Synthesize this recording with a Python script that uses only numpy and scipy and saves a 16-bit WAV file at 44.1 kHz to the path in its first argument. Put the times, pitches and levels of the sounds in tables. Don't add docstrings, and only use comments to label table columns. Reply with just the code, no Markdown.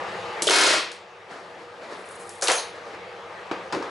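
import sys
import numpy as np
from scipy import signal
from scipy.fft import rfft, irfft
from scipy.io import wavfile
from scipy.ndimage import uniform_filter1d

SR = 44100
rng = np.random.default_rng(int(sys.argv[2]) if len(sys.argv) > 2 else 0)


def to_wav(sig):
    pcm = np.clip(np.atleast_2d(sig), -1, 1) * 32767
    pcm = np.round(pcm).astype(np.int16)
    wavfile.write(sys.argv[1], SR, pcm.T)


N = 171990
TIME = np.arange(N) / SR
RING = np.arange(SR) / SR


def amp(db):
    return 10 ** (np.asarray(db) / 20)


def read(points, hz):
    f, value = np.transpose(points)
    return np.interp(np.log(hz + 1), np.log(f + 1), value)


def freqs(size):
    return np.fft.rfftfreq(size, 1 / SR)


def add(mix, s, sound):
    start = max(round(s * SR), 0)
    part = mix[:, start:][:, :sound.shape[1]]
    part += sound[:, :part.shape[1]]


def noise(gain, size):
    z = irfft(rfft(rng.standard_normal((2, size))) * gain, size)
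    return z / np.sqrt(np.mean(z ** 2) + 1e-20)


def coloured(x, gain):
    unit_gain = gain / np.sqrt(np.mean(gain ** 2))
    cepstrum = irfft(np.log(unit_gain + 1e-5), SR)
    cepstrum[1:SR // 2] *= 2
    cepstrum[SR // 2 + 1:] = 0
    return irfft(rfft(x) * np.exp(rfft(cepstrum)), SR)


def die_away(x, t60s):
    hz, centres = freqs(SR), np.transpose(t60s)[0]
    spectrum = rfft(x)
    total = 0
    for share, (_, t60) in zip(np.eye(len(t60s)), t60s):
        band = irfft(spectrum * read(list(zip(centres, share)), hz), SR)
        total = total + band * np.exp(-np.log(1000) * RING / t60)
    return total


def hump(centre_hz, octaves):
    detuning = np.log2((freqs(SR) + 1) / centre_hz) / octaves
    return 1 / (1 + detuning ** 2 / 2) ** 2


def hit(gain, decay_s, room_db, snap=0):
    # (frequency [Hz], 60 dB decay time [s])
    room_t60 = [(100, 0.13), (500, 0.46), (2500, .45), (6000, 0.35), (11000, 0.27)]
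    burst = noise(1, SR) * np.exp(-RING / decay_s) + snap * (RING == 0)
    reverberation = amp(room_db) * die_away(noise(1, SR), room_t60)
    return coloured(burst + reverberation, gain)


def stereo(pair, side):
    # (frequency [Hz], left minus right [dB])
    lean_points = [(60, 1), (110, -0.5), (190, -0.5), (350, 0), (630, 0.5), (1130, 3), (2020, 2.5),
                   (3640, 0.5), (6540, -0.5), (11800, 0.5)]
    hz = freqs(N)
    mid, wide = rfft(pair)
    wide = wide * amp(read(side, hz))
    lean = amp(read(lean_points, hz) / 2)
    return irfft(np.array([(mid + wide) * lean, (mid - wide) / lean]), N)


def room_rush():
    # (frequency [Hz], relative density [dB per Hz])
    rush_spectrum = [(15, -72), (25, -40), (54, -29), (96, -12.5), (152, -17), (182, -10), (281, -24.5),
                     (344, -4.5), (412, -6.5), (480, -1), (588, -4.5), (819, -6.5), (1000, -7.5),
                     (1230, -5), (1430, -11.5), (1630, -9.5), (2330, -13.5), (4400, -23.5), (11000, -42.5),
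                     (14300, -86), (22000, -120)]
    # (frequency [Hz], level [dB])
    hum_tones = [(101, -64), (182, -57.5), (479, -41.5), (684, -55.5), (802, -46.5), (861, -47.5),
                 (931, -48.5), (1206, -51.5)]
    rush_db, patchy_db, hum_width_hz = -33.5, 1.63, 12.3
    hz = freqs(N)
    steady = noise(amp(read(rush_spectrum, hz)), N)
    z = signal.stft(steady, nperseg=1024, noverlap=768)[2]
    patches = rng.standard_normal(z.shape[1:])
    patches = uniform_filter1d(patches, size=12, axis=0, mode="wrap")
    patches = uniform_filter1d(patches, size=12, axis=1)
    patchy = z * amp(patchy_db * patches / patches.std())
    rush = signal.istft(patchy, nperseg=1024, noverlap=768)[1][:, :N]
    hum = sum(amp(db) * noise(1 / (1 + (2 * (hz - f) / hum_width_hz) ** 2), N) for f, db in hum_tones)
    return amp(rush_db) * rush + hum


def shuffles():
    # (peak time [s], level [dB], rise time constant [s], fall time constant [s])
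    swells = [(1.312, -26, 0.017, 0.15), (1.62, -36, 0.037, 0.041), (1.84, -31.5, 0.035, 0.055),
              (1.924, -27, .025, 0.075), (2.2, -34.5, 0.22, .12), (2.76, -33, 0.032, 0.056),
              (2.874, -36, 0.03, 0.028), (2.94, -33, 0.038, 0.032), (3.66, -44, 0.053, 0.15)]
    # (frequency [Hz], relative density [dB per Hz])
    rubbing = [(59, -50), (100, -15), (543, 5), (870, -1), (1080, -2), (1910, -5), (2670, -15.5),
               (4200, -14.5), (11000, -32), (14300, -65), (22000, -120)]
    level = 0
    for s, db, rise, fall in swells:
        level = level + amp(db) * np.exp(-np.maximum((s - TIME) / rise, (TIME - s) / fall))
    return level * noise(amp(read(rubbing, freqs(N))), N)


def leak():
    # (time [s], level [dB])
    seepage = [(1.85, -62), (2.0, -49), (2.22, -37), (2.34, -43), (2.4, -43), (2.43, -57)]
    leak_hz, leak_octaves, sputter_db, sputter_hz = 10380, 0.76, 3, 39
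    sputter = noise(1 / (1 + (freqs(N) / sputter_hz) ** 4), N)[0]
    level_db = np.interp(TIME, *np.transpose(seepage), left=-np.inf, right=-np.inf)
    colour = np.interp(freqs(N), freqs(SR), hump(leak_hz, leak_octaves))
    return amp(level_db + sputter_db * sputter) * noise(colour, N)


def air():
    # (start [s], length before the fall [s], level [dB], whistle relative to hiss [dB])
    puffs = [(0.426, 0.062, -51, -21), (2.429, 0.07, -17, -18), (2.52, 0.064, -26, 3.5)]
    # (frequency [Hz], relative density [dB per Hz])
    hiss_spectrum = [(300, -26), (1000, 11), (3000, 4.5), (6000, 1.5), (8000, -17.5), (11000, 8.5)]
    # (frequency [Hz], width [Hz], relative level [dB])
    whistles = [(6330, 750, -1.5), (9840, 400, -0.5)]
    rise_s, fall_s = 0.0025, 0.038
    out, hz = np.zeros((2, N)), freqs(SR)
    port = sum(amp(db) / (1 + (2 * (hz - f) / width) ** 2) for f, width, db in whistles)
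    for s, length, db, whistle_db in puffs:
        flow = np.minimum(RING / rise_s, 1) * np.exp(-np.maximum(RING - length, 0) / fall_s)
        hiss = noise(amp(read(hiss_spectrum, hz)), SR)
        whistle = amp(whistle_db) * noise(port, SR)
        add(out, s, amp(db) * flow * (hiss + whistle))
    return out


def clicks():
    # (time [s], level [dB], centre [Hz], width [octaves])
    metal_clicks = [(0.4217, -14, 6700, 1.6), (0.4258, -19, 7950, .7), (.4425, -29, 5100, 0.65),
                    (0.4706, -18, 5500, .9), (0.4748, -6.5, 3310, 0.18), (0.479, -10, 3500, 1.3),
                    (0.4877, -10.5, 1650, 1.0), (0.4974, -3, 3410, 1.6), (0.917, -20.5, 4500, 1.1),
                    (2.088, -32, 9000, 0.5), (2.222, -56, 9000, .6), (2.293, -22, 8500, 1.2),
                    (2.413, -18.5, 9000, 1.6), (2.422, -9, 6100, 0.59), (2.4296, -9, 7150, 0.86),
                    (2.44, -12, 7550, 0.69), (2.4734, -8.5, 3900, 0.77), (2.4826, -2.5, 3000, 1.6),
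                    (2.5, -3.5, 1360, 1.7), (2.5092, -12, 1290, 1.8), (2.5168, -6, 8500, 1.5),
                    (2.583, -14.5, 4220, 0.25), (3.513, -22.5, 2300, 0.49), (3.7495, -20, 1070, 1.3),
                    (3.8257, -25, 1200, 0.95)]
    decay_s, room_db, snap_db = 0.0024, -11, 10
    out = np.zeros((2, N))
    for s, db, centre, octaves in metal_clicks:
        add(out, s, amp(db) * hit(hump(centre, octaves), decay_s, room_db, amp(snap_db)))
    return out


def knocks():
    # (time [s], level [dB], spectral tilt [dB per octave])
    body_knocks = [(.4225, -40, -2.5), (2.423, -17, 4), (2.486, -10, 3.5), (3.513, -18, -0.5),
                   (3.7247, -20, 3), (3.7315, -19, -2), (3.825, -27, 1.5)]
    # (frequency [Hz], relative density [dB per Hz])
    knock_spectrum = [(35, -44), (60, -22), (329, 1.5), (957, -1), (1110, -3.5), (1610, -5), (2050, -15),
                      (2290, -11.5), (2970, -21), (4800, -18.5), (11000, -42.5), (14300, -71),
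                      (22000, -120)]
    decay_s, room_db = 0.014, -5.5
    out, hz = np.zeros((2, N)), freqs(SR)
    for s, db, tilt in body_knocks:
        gain = amp(read(knock_spectrum, hz) + tilt * np.log2(hz + 1))
        add(out, s, amp(db) * hit(gain, decay_s, room_db))
    return out


def thuds():
    # (time [s], level [dB], centre [Hz])
    dull_thuds = [(.418, -28.5, 369), (0.47, -13.5, 503), (0.496, -6.5, 430), (2.424, -16, 513),
                  (2.485, -13.5, 497), (2.501, -16.5, 620), (2.507, -15, 880), (2.512, -17, 550),
                  (3.513, -44, 138), (3.749, -18, 407), (3.756, -34, 140), (3.767, -17.5, 344)]
    width_octaves, decay_s, room_db = 0.44, 0.007, -6.5
    out = np.zeros((2, N))
    for s, db, centre in dull_thuds:
        add(out, s, amp(db) * hit(hump(centre, width_octaves), decay_s, room_db))
    return out


def hammering():
    # (time [s], level [dB])
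    blows = [(0.5074, -1.5), (0.5342, -7), (0.5582, -3), (0.5845, 1), (0.6098, 0), (0.6355, 2), (.665, 0),
             (0.7025, -6.5), (0.7287, -11), (0.754, -40)]
    # (frequency [Hz], relative density [dB per Hz])
    panel = [(24, -87), (40, -36), (222, -15.5), (356, 1.5), (543, 2), (611, 2.5), (890, -1), (1000, 0),
             (1330, -1), (1680, -3), (2070, -3.5), (2560, -3), (2880, -4.5), (4400, -0.5), (11000, -10.5),
             (14300, -55), (22000, -120)]
    # (frequency [Hz], 60 dB decay time [s])
    panel_t60 = [(150, 0.55), (500, 0.34), (2200, 0.53), (4500, 0.41), (7000, 0.32), (11000, 0.28)]
    # (frequency [Hz], relative level before the panel response [dB])
    panel_modes = [(939, 1), (1013, -2), (1275, -3), (1393, 1), (1552, 1), (1652, -1), (1730, 1), (1865, 0),
                   (2132, 3), (2204, 2), (2517, 2), (3144, 2), (4263, -2), (5411, -3)]
    modes_db, mode_t60_s, rattle_db = -15, 0.32, -2.5
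    crack_db, crack_s, crack_hz, crack_octaves = -6.5, 0.0077, 9000, 0.73
    out = np.zeros((2, N))
    colour = amp(read(panel, freqs(SR)))
    ring = die_away(noise(1, SR), panel_t60)
    fade = np.exp(-np.log(1000) * RING / mode_t60_s)
    crack_burst = noise(1, SR) * np.exp(-RING / crack_s)
    crack = amp(crack_db) * coloured(crack_burst, hump(crack_hz, crack_octaves))
    for s, db in blows:
        modes = 0
        for hz, level in panel_modes:
            phase = rng.random((2, 1))
            modes = modes + amp(modes_db + level) * np.sin(2 * np.pi * (hz * RING + phase))
        rattle = amp(rattle_db) * die_away(noise(1, SR), panel_t60)
        add(out, s, amp(db) * (crack + coloured(ring + rattle + fade * modes, colour)))
    return out


def scene():
    # (frequency [Hz], side minus mid [dB])
    tool_side = [(60, -15), (110, -23), (190, -12), (350, -18), (630, -14), (1130, -9.5), (2020, -9.5),
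                 (3640, -6), (6540, -25), (11800, -27)]
    room_side = [(60, -16), (110, -38), (190, -22), (350, -22.5), (630, -14.5), (1130, -10), (2020, -5),
                 (3640, -7), (6540, -12), (11800, -41)]
    room = room_rush() + shuffles()
    gun = leak() + air() + clicks() + knocks() + thuds() + hammering()
    return stereo(room, room_side) + stereo(gun, tool_side)


def held(db, db_per_s):
    fall = TIME * db_per_s
    return np.maximum.accumulate(db + fall) - fall


def record(dry):
    limit_db, quick_db_per_s = -16.5, 73
    slow_share, slow_db_per_s = 0.6, 2.5
    edge_hz = 11150
    power = uniform_filter1d((dry ** 2).mean(0), size=260)
    power_db = 10 * np.log10(abs(power) + 1e-12)
    over_db = np.maximum(power_db - limit_db, 0)
    quick_db = held(over_db, quick_db_per_s)
    slow_db = held(slow_share * over_db, slow_db_per_s)
    duck_db = np.maximum(quick_db, slow_db)
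    ducked = dry / amp(uniform_filter1d(duck_db, size=60))
    low_pass = signal.firwin(511, edge_hz, window=("kaiser", 8), fs=SR)
    return signal.oaconvolve(ducked, low_pass[None], "same")


dry = scene()
out = record(dry)
to_wav(out)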